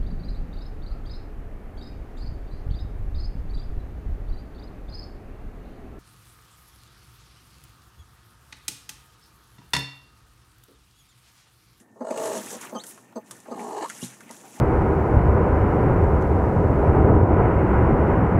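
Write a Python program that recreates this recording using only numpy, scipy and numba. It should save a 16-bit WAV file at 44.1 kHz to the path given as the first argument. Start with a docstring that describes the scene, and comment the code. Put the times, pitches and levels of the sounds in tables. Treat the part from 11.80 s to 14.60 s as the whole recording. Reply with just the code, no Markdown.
"""A broody hen growls at a hand in her straw-lined box: two rattling protests and short, low clucks,
made by pulses of her syrinx ringing her throat. Straw and feathers rustle under a rubbing sleeve,
stalks snap, a chick peeps twice and something bumps the box; the hen ends on two faint whines.
The box stands in a quiet room, heard close by through one small microphone."""
import sys
import numpy as np
from scipy import signal
from scipy.io import wavfile
from scipy.ndimage import uniform_filter1d
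from numba import njit

SR = 44100
rng = np.random.default_rng(int(sys.argv[2]) if len(sys.argv) > 2 else 0)


def dump(signal):
    """Clip the signal to [-1, 1] and save it as 16-bit WAV at the path in sys.argv[1]."""
    limited = np.clip(np.atleast_2d(signal).T, -1, 1)
    pcm = np.round(limited * 32767).astype(np.int16)
    wavfile.write(sys.argv[1], SR, pcm)


N = 123479
T = np.arange(N) / SR
GROWL_BREATH = 0.67  # air noise relative to the syrinx pulses
# Spectrum of dry straw, rustling or cracking: frequency_hz, level_db
STRAW_SPECTRUM = [(1500, -22), (2500, -6), (4000, 12), (5200, -8), (6500, 13.5), (8000, -5), (10000, 12.5),
                  (13000, -18), (16000, -5)]


def from_db(db):
    """Decibels to gain."""
    return 10 ** (np.asarray(db) / 20)


def rms_one(x):
    """Scale to unit rms."""
    return x / np.sqrt(np.mean(x ** 2) + 1e-20)


def even(x):
    """Hold the rms at 1 over about one rattle (20 ms)."""
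    return x / np.sqrt(uniform_filter1d(x ** 2, size=900) + 1e-12)


def in_time(rows):
    """Interpolate rows of (time_s, values...) to one curve per value."""
    times, *columns = np.transpose(rows)
    return [np.interp(T, times, column) for column in columns]


def arch(start_s, length_s):
    """Progress through a note from 0 to 1, and its rounded envelope."""
    progress = np.clip((T - start_s) / length_s, 0, 1)
    return progress, np.sqrt(4 * progress * (1 - progress))


def decay(age_s, t60_s):
    """Fall by 60 dB every t60_s."""
    return np.exp(-np.log(1000) * age_s / t60_s)


def drift(rate_hz):
    """Smooth random wander of rms 1, mostly slower than rate_hz."""
    step, settle = 40, 2000
    pole = np.exp(-2 * np.pi * rate_hz * step / SR)
    draws = rng.standard_normal(N // step + settle + 2)
    slow = signal.lfilter([1], [1, -2 * pole, pole * pole], draws)[settle:]
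    return np.interp(np.arange(N) / step, np.arange(len(slow)), rms_one(slow))


def cut(x, hz, kind, order=2):
    """Butterworth filter."""
    return signal.sosfilt(signal.butter(order, hz, kind, fs=SR, output="sos"), x + 1e-18)


def resonate(x, hz, width_hz):
    """A resonance with gain 1 at its peak."""
    r = np.exp(-np.pi * width_hz / SR)
    feedback = [1, -2 * r * np.cos(2 * np.pi * hz / SR), r * r]
    return signal.lfilter(np.array([1, 0, -1]) * (1 - r * r) / 2, feedback, x + 1e-18)


@njit
def glide(x, hz, width_hz):
    """A resonance whose centre moves."""
    out, state = np.zeros(len(x)), 0j
    for i in range(len(x)):
        state = state * np.exp((2j * hz[i] - width_hz) * np.pi / SR) + x[i]
        out[i] = state.real
    return out


def formant(x, hz, width_hz):
    """A steep-sided throat resonance, still or moving, held at an even level."""
    ring = glide if np.ndim(hz) else resonate
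    return even(ring(ring(x, hz, float(width_hz)), hz, 2.0 * width_hz))


def noise_band(hz, width_hz):
    """Steep-sided noise around one frequency; rms 1."""
    return rms_one(resonate(resonate(rng.standard_normal(N), hz, width_hz), hz, 2 * width_hz))


def white_pair():
    """Two unrelated white noises."""
    return rng.standard_normal((2, N))


def coloured(noises, spectrum, flicker_db=1.2):
    """Two noises dealt in turn to half-octave bands, each flickering around its level; rms 1."""
    out, edges_hz = 0, 31 * 2 ** np.arange(0, 9.1, .5)
    hz, db = np.transpose(spectrum)
    for k, (low, high) in enumerate(zip(edges_hz, edges_hz[1:])):
        band_db = np.interp(np.log(low * high) / 2, np.log(hz), db, left=-60)
        out += from_db(band_db + flicker_db * drift(22.4)) * cut(noises[k % 2], [low, high], "band")
    return rms_one(out)


def clicks(cycles):
    """One click per completed cycle."""
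    return np.diff(np.floor(cycles), prepend=np.floor(cycles[0]))


def syrinx(pitch_hz=329.4, jitter=.3):
    """Ragged fast pulses of the hen's voice; rms 1."""
    return rms_one(clicks(np.cumsum(pitch_hz * np.exp(jitter * drift(200))) / SR))


def rattle(pulses, cycles, leak):
    """The rattle opens and closes on pulses and breath, letting some leak past when shut."""
    gate = leak + (1 + np.cos(2 * np.pi * cycles)) / 2
    return gate * (pulses + GROWL_BREATH * rng.standard_normal(N))


def growl(curve, timbre):
    """Low resonances sound as the rattle opens, upper ones half a cycle later."""
    # Harsh upper resonances: centre_hz, width_hz, level_db
    rasp_bands = [(1730, 280, 7.5), (2080, 210, -4.5), (2870, 130, 0.5), (4230, 610, 2), (4750, 67, -12.5),
                  (6860, 570, 4), (7960, 400, 4)]
    level_db, upper_hz, chest_db, rasp_db = in_time(curve)
    rattle_hz, low_hz, low_db, middle_hz, middle_db, jitter, leak, treble_db = timbre
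    cycles = np.cumsum(rattle_hz * np.exp(jitter * drift(36.6))) / SR
    pulses = syrinx()
    opening = rattle(pulses, cycles, leak)
    closing = rattle(pulses, cycles + .5, leak)
    airy = rattle(.15 * pulses, cycles + .5, leak)
    low_loss_db = 0.58 * np.maximum(upper_hz - 844, 0)  # the lows thin out as the beak opens
    voice = (from_db(chest_db) * formant(opening, hz=227, width_hz=33)
             + from_db(low_db - low_loss_db) * formant(opening, low_hz, width_hz=120)
             + from_db(middle_db) * formant(closing, middle_hz, width_hz=150)
             + formant(closing, upper_hz, width_hz=150)
             + from_db(-12.5) * formant(closing, 1.224 * upper_hz, width_hz=116))  # beak
    rasp = sum(from_db(db + treble_db * (hz > 5500)) * formant(airy, hz, width)
               for hz, width, db in rasp_bands)
    voice = even(cut(voice, 1350, "low", order=6)) + from_db(rasp_db) * rms_one(rasp)
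    sounding = (T > curve[0][0]) & (T < curve[-1][0])
    return voice * from_db(level_db) * uniform_filter1d(1.0 * sounding, size=300)


def growls():
    """The hen protests twice, the first time in two stretches with a short gap."""
    # One curve per stretch: time_s, level_db, upper_resonance_hz, chest_db, rasp_db
    curves = [
        [(.16, -49.5, 830, -3, -30), (.232, -57, 830, 2, -16), (.252, -30.5, 846, -21, -26),
         (.262, -49, 830, -20, -12), (.272, -32.5, 858, -13, -20), (.335, -36.5, 860, -2, -15),
         (.375, -31, 843, -8.5, -14), (.45, -30, 853, -24, -16), (.575, -32.5, 823, 5, -11.5),
         (.625, -48.5, 806, 10, -24)],
        [(.70, -49.5, 820, -11, -16), (.745, -36, 806, 0, -22), (.785, -46.5, 776, 12, -23)],
        [(1.655, -49.5, 840, -13, -22), (1.688, -48, 830, -29, -19), (1.75, -41, 785, 5, -15.5),
         (1.785, -35, 793, -1.5, -23.5), (1.88, -35.5, 806, -4.5, -20.5), (1.955, -34, 820, -31, -19.5),
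         (1.98, -30, 786, -30, -14), (2.007, -35.5, 855, -21, -20), (2.013, -34, 800, -13, -7),
         (2.038, -27, 854, -30, -15), (2.06, -35, 1050, -17, -13), (2.078, -59, 1090, -10, -12)],
    ]
    # The throat in each stretch: rattle_hz, low_hz, low_db, middle_hz, middle_db,
    # jitter_ratio, leak_ratio, rasp_treble_db
    timbres = [(53.99, 452, 4.5, 610, 6, 0.079, 0.23, 4), (56, 470, 3.5, 560, -5, 0.079, 0.36, 0),
               (53.28, 400, -1.5, 701, -11.5, 0.135, 0.52, -2)]
    return sum(growl(curve, timbre) for curve, timbre in zip(curves, timbres))


def clucks(attack_s=0.0036, release_s=0.019, sag=0.27, jitter=0.067, breath=0.55):
    """A few pulses sagging in pitch ring the throat over a round chest note; the beak hisses thinly."""
    # Each cluck: start_s, length_s, level_db, pitch_hz, hiss_db, mouth_hz, brightness_db
    calls = [(0.204, 0.026, -29.5, 252.5, -33.5, 583, -2), (0.302, 0.013, -24, 265.4, -24.5, 587, -7),
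             (0.921, 0.014, -34.5, 260, -30, 533, -1), (0.946, 0.0193, -29, 245.9, -20, 547, 6.5),
             (1.354, 0.026, -31, 242.6, -22.5, 487, -0.5), (1.679, 0.0093, -37, 270, -32, 530, -5),
             (1.708, 0.022, -30.5, 240.5, -24.5, 543, 2), (2.499, 0.012, -40.5, 254.3, -19, 850.4, 1.5)]
    # Throat resonances: centre_hz, width_hz, level_db
    throat = [(214, 57, 6), (380, 58, 7), (670, 66, 4.5), (848.6, 36, 4.5), (1093, 32, -3),
              (1229, 31, -3.5)]
    # Hiss at the beak: centre_hz, width_hz, level_db
    hiss_bands = [(4650, 250, 12.4), (6290, 53, 22.2), (7750, 160, 9.7)]
    out = np.zeros(N)
    for start_s, length_s, level_db, pitch_hz, hiss_db, mouth_hz, bright_db in calls:
        age = T - start_s
        push = np.clip(age / attack_s, 0, 1) * np.clip((length_s - age) / release_s + .5, 0, 1)
        progress = np.clip(age / length_s, 0, 1)
        pitch = pitch_hz * np.exp(jitter * drift(190) - sag * (progress - .5))
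        cycles = np.cumsum(pitch * (age > 0)) / SR + .5
        pulses = (clicks(cycles) + breath * np.sqrt(pitch_hz / SR) * rng.standard_normal(N)) * push
        tract = sorted([*throat, (mouth_hz, 102, 7)])
        ringing = sum((-1) ** k * from_db(db + bright_db * (hz > 780)) * resonate(pulses, hz, width)
                      for k, (hz, width, db) in enumerate(tract))
        chest = from_db(-9) * rms_one(push * np.cos(2 * np.pi * cycles))
        voice = rms_one(cut(ringing, 1470, "low", order=4)) + chest
        voice = rms_one(cut(voice, 218, "high", order=4))
        air = push * rng.standard_normal(N)
        hiss = sum(from_db(db) * resonate(air, hz, width) for hz, width, db in hiss_bands)
        hiss = from_db(hiss_db) * rms_one(cut(hiss, 2500, "high"))
        gain = from_db(level_db) * np.sqrt(length_s / T[-1])  # level over the cluck's own length
        out += gain * (voice + hiss)
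    return out


def whines(width_hz=180):
    """Faint husky notes through a closed beak."""
    # Each whine: start_s, length_s, level_db, pitch_hz
    notes = [(2.636, 0.034, -49.5, 804), (2.768, 0.059, -46.5, 790)]
    out = np.zeros(N)
    for start_s, length_s, level_db, hz in notes:
        husk = resonate(resonate(rng.standard_normal(N), hz, width_hz), hz, width_hz)
        out += from_db(level_db) * arch(start_s, length_s)[1] * even(husk)
    return out


def chick(sag=.1, jitter=.007, quaver_db=2.5, swell_db=1):
    """Each peep sags in pitch, then sweeps upward, quavering and losing its overtone."""
    # Each peep: start_s, length_s, level_db, pitch_hz, rise_ratio, turn_fraction
    peeps = [(0.951, 0.079, -43, 3014, 1.48, .62), (2.208, .05, -42, 2695, 1.55, 0.5)]
    out = np.zeros(N)
    for start_s, length_s, level_db, pitch_hz, rise, turn in peeps:
        progress, envelope = arch(start_s, length_s)
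        risen = 1 / (1 + np.exp((turn - progress) / 0.06))
        pitch = pitch_hz * rise ** risen * (1 + sag * (1 - progress) ** 4)
        phase = 2 * np.pi * np.cumsum(pitch * (1 + jitter * drift(330))) / SR
        octave = from_db(-3.5 - 7 * risen ** 4 + quaver_db * drift(150)) * np.sin(2 * phase)
        tone = from_db(quaver_db * drift(150)) * np.sin(phase)
        out += from_db(level_db + swell_db * (progress - .5)) * envelope ** 2 * (tone + octave)
    return out


def snaps(knock_t60_s=0.045):
    """A bright crack and a woody knock for each breaking stalk."""
    # Each stalk: start_s, crack_db, knock_db, knock_hz, crack_t60_s
    stalks = [(0.308, -41.5, -42, 2290, 0.044), (.375, -36, -37.5, 2660, .04),
              (0.455, -37, -55, 2010, 0.045), (0.577, -34.5, -44, 1800, 0.042),
              (0.812, -38, -51, 1700, .04), (0.8952, -45, -47, 1670, .025),
              (1.0372, -37.5, -42.5, 1470, 0.038), (1.067, -33, -68, 2000, 0.012),
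              (1.177, -58, -45.5, 1180, .035), (1.325, -70, -46.5, 633, .035),
              (1.51, -33.5, -38, 1250, 0.038), (1.602, -45, -63, 2000, .02), (1.658, -77, -47, 1310, .035),
              (1.794, -53, -40.5, 2060, .035), (2.094, -35, -68, 1990, 0.014),
              (2.099, -33, -32, 1570, 0.03), (2.4066, -46, -42.5, 1400, 0.042),
              (2.493, -51, -45.5, 2070, .035), (2.51, -39, -56, 1280, 0.034)]
    out, crackle = np.zeros(N), coloured(white_pair(), STRAW_SPECTRUM)
    for start_s, crack_db, knock_db, knock_hz, crack_t60_s in stalks:
        age = np.clip(T - start_s, 0, .3)
        crack = from_db(crack_db) * crackle * decay(age, crack_t60_s)
        knock = from_db(knock_db) * noise_band(knock_hz, width_hz=470) * decay(age, knock_t60_s)
        out += (T > start_s) * (crack + knock)
    return out


def bump(start_s=2.227, contact_s=0.00049, gain_db=-30):
    """A soft blow sets the box's panels ringing."""
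    # Panel modes: frequency_hz, level_db, t60_s
    modes = [(128, -7.5, 0.33), (180, 1.5, 0.12), (240, 3.5, 0.12), (359, -2.5, 0.062), (533, -16, 0.11),
             (823, -15.5, 0.17), (1080, -16, 0.1)]
    age = np.maximum(T - start_s, 0)
    ringing = sum(from_db(db) * decay(age, t60) * np.sin(2 * np.pi * hz * age) for hz, db, t60 in modes)
    onset = 1 - np.exp(-age / contact_s)
    return from_db(gain_db) * cut(onset * ringing, 116, "high", order=4)


def straw(cracks_per_s=1100, spread_db=3, clump_db=.8):
    """Dense tiny cracks over the hiss of sliding straw and feathers; a quick sweep is crisper."""
    # Strength of the rustle: time_s, level_db
    rustle_curve = [(0, -53), (.07, -84), (.19, -74), (.29, -61.5), (.36, -53), (.465, -39.5),
                    (.505, -45.5), (.565, -39.5), (.61, -42), (.68, -44), (.735, -40), (.795, -53),
                    (.82, -43), (.93, -62), (1.03, -58.5), (1.075, -51), (1.11, -50), (1.2, -59.5),
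                    (1.32, -73), (1.43, -78), (1.47, -57.5), (1.5, -60.5), (1.54, -53.5), (1.64, -60.5),
                    (1.74, -63), (1.81, -50), (2.0, -54), (2.13, -47.5), (2.195, -46.5), (2.235, -39),
                    (2.3, -48), (2.37, -56), (2.47, -64), (2.53, -50.5), (2.65, -54), (2.8, -52.5)]
    # The hand sweeping through dry stalks: start_s, length_s, level_db
    sweeps = [(1.031, 0.115, -45)]
    # Spectrum of the sweep: frequency_hz, level_db
    sweep_spectrum = [(5000, -35), (8000, 0), (11000, 11), (15000, -10)]
    sizes = from_db(spread_db * np.minimum(rng.exponential(1, (2, N)), 5)) * np.sign(white_pair())
    cracks = rms_one(sizes * (rng.random((2, N)) < cracks_per_s / SR))
    friction = cracks + white_pair()
    rustle_db = in_time(rustle_curve)[0] + clump_db * drift(110)
    rustle = from_db(rustle_db) * coloured(friction, STRAW_SPECTRUM)
    sweep_gain = sum(from_db(db) * arch(start, length)[1] ** 4 for start, length, db in sweeps)
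    return rustle + sweep_gain * coloured(white_pair(), sweep_spectrum)


def sleeve():
    """Cloth rubs dully and scratches along the box."""
    # Strength of the rubbing: time_s, rub_db, scratch_db
    strokes = [(0, -59.5, -64.5), (.12, -62, -79), (.3, -63, -75), (.39, -41.5, -49.5), (.56, -41.5, -43.5),
               (.67, -44, -48.5), (.79, -52.5, -48.5), (.86, -50, -42.5), (.93, -45, -60),
               (1.1, -55.5, -58.5), (1.27, -57.5, -65.5), (1.45, -60.5, -64.5), (1.53, -52.5, -57),
               (1.63, -61.5, -61), (2.0, -53, -59), (2.14, -53.5, -49.5), (2.36, -57, -57), (2.6, -53, -56),
               (2.8, -51.5, -55.5)]
    # Spectra of the dull rub and of the scratch: frequency_hz, level_db
    rub_spectrum = [(70, -54), (120, -10), (220, 2.5), (330, 2.5), (500, -2.5), (800, -3), (1200, -14),
                    (2000, -30)]
    scratch_spectrum = [(700, 1.5), (1200, 1.5), (1750, 2.5), (2300, -0.5), (3000, -4), (4500, -39),
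                        (7000, -13)]
    rub_db, scratch_db = in_time(strokes)
    rub = from_db(rub_db) * coloured(white_pair(), rub_spectrum, flicker_db=0.5)
    return rub + from_db(scratch_db) * coloured(white_pair(), scratch_spectrum, flicker_db=4)


def box_echo(x, delay_s=0.0037, t60_s=0.094, echo_db=-8.5):
    """The box's close walls add a short dense echo."""
    age = T[:SR // 4]
    tail = rng.standard_normal(len(age)) * decay(age, t60_s) * (age > delay_s)
    return x + from_db(echo_db) * signal.fftconvolve(x, tail / np.linalg.norm(tail))[:N]


def room_tone(noise_db=-58.5):
    """Quiet room noise with a faint hum."""
    # Narrow bands of the hum: centre_hz, width_hz, level_db
    hum_bands = [(120.6, 22, -67.5), (1802, 48, -71)]
    # Spectrum of the room noise: frequency_hz, level_db
    room_spectrum = [(30, 25), (70, -17), (120, -17.5), (230, 25), (450, -8.5), (850, -3.5), (1400, -21),
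                     (3000, -49), (8000, -11), (16000, -52)]
    hum = sum(from_db(db) * noise_band(hz, width) for hz, width, db in hum_bands)
    return hum + from_db(noise_db) * coloured(white_pair(), room_spectrum, flicker_db=3)


def scene():
    """Hen, chick and straw in their box, close by and in mono."""
    hen = growls() + clucks() + whines()
    return (box_echo(hen + chick() + snaps()) + bump() + straw() + sleeve() + room_tone())[None]


def record(dry):
    """The small microphone loses the deep bass; the top is cut steeply."""
    low_cut_hz, high_cut_hz = 66, 15600
    top_cut = signal.ellip(10, .2, 70, high_cut_hz, fs=SR, output="sos")
    return signal.sosfilt(top_cut, cut(dry, low_cut_hz, "high", order=4))


dry = scene()
out = record(dry)
dump(out)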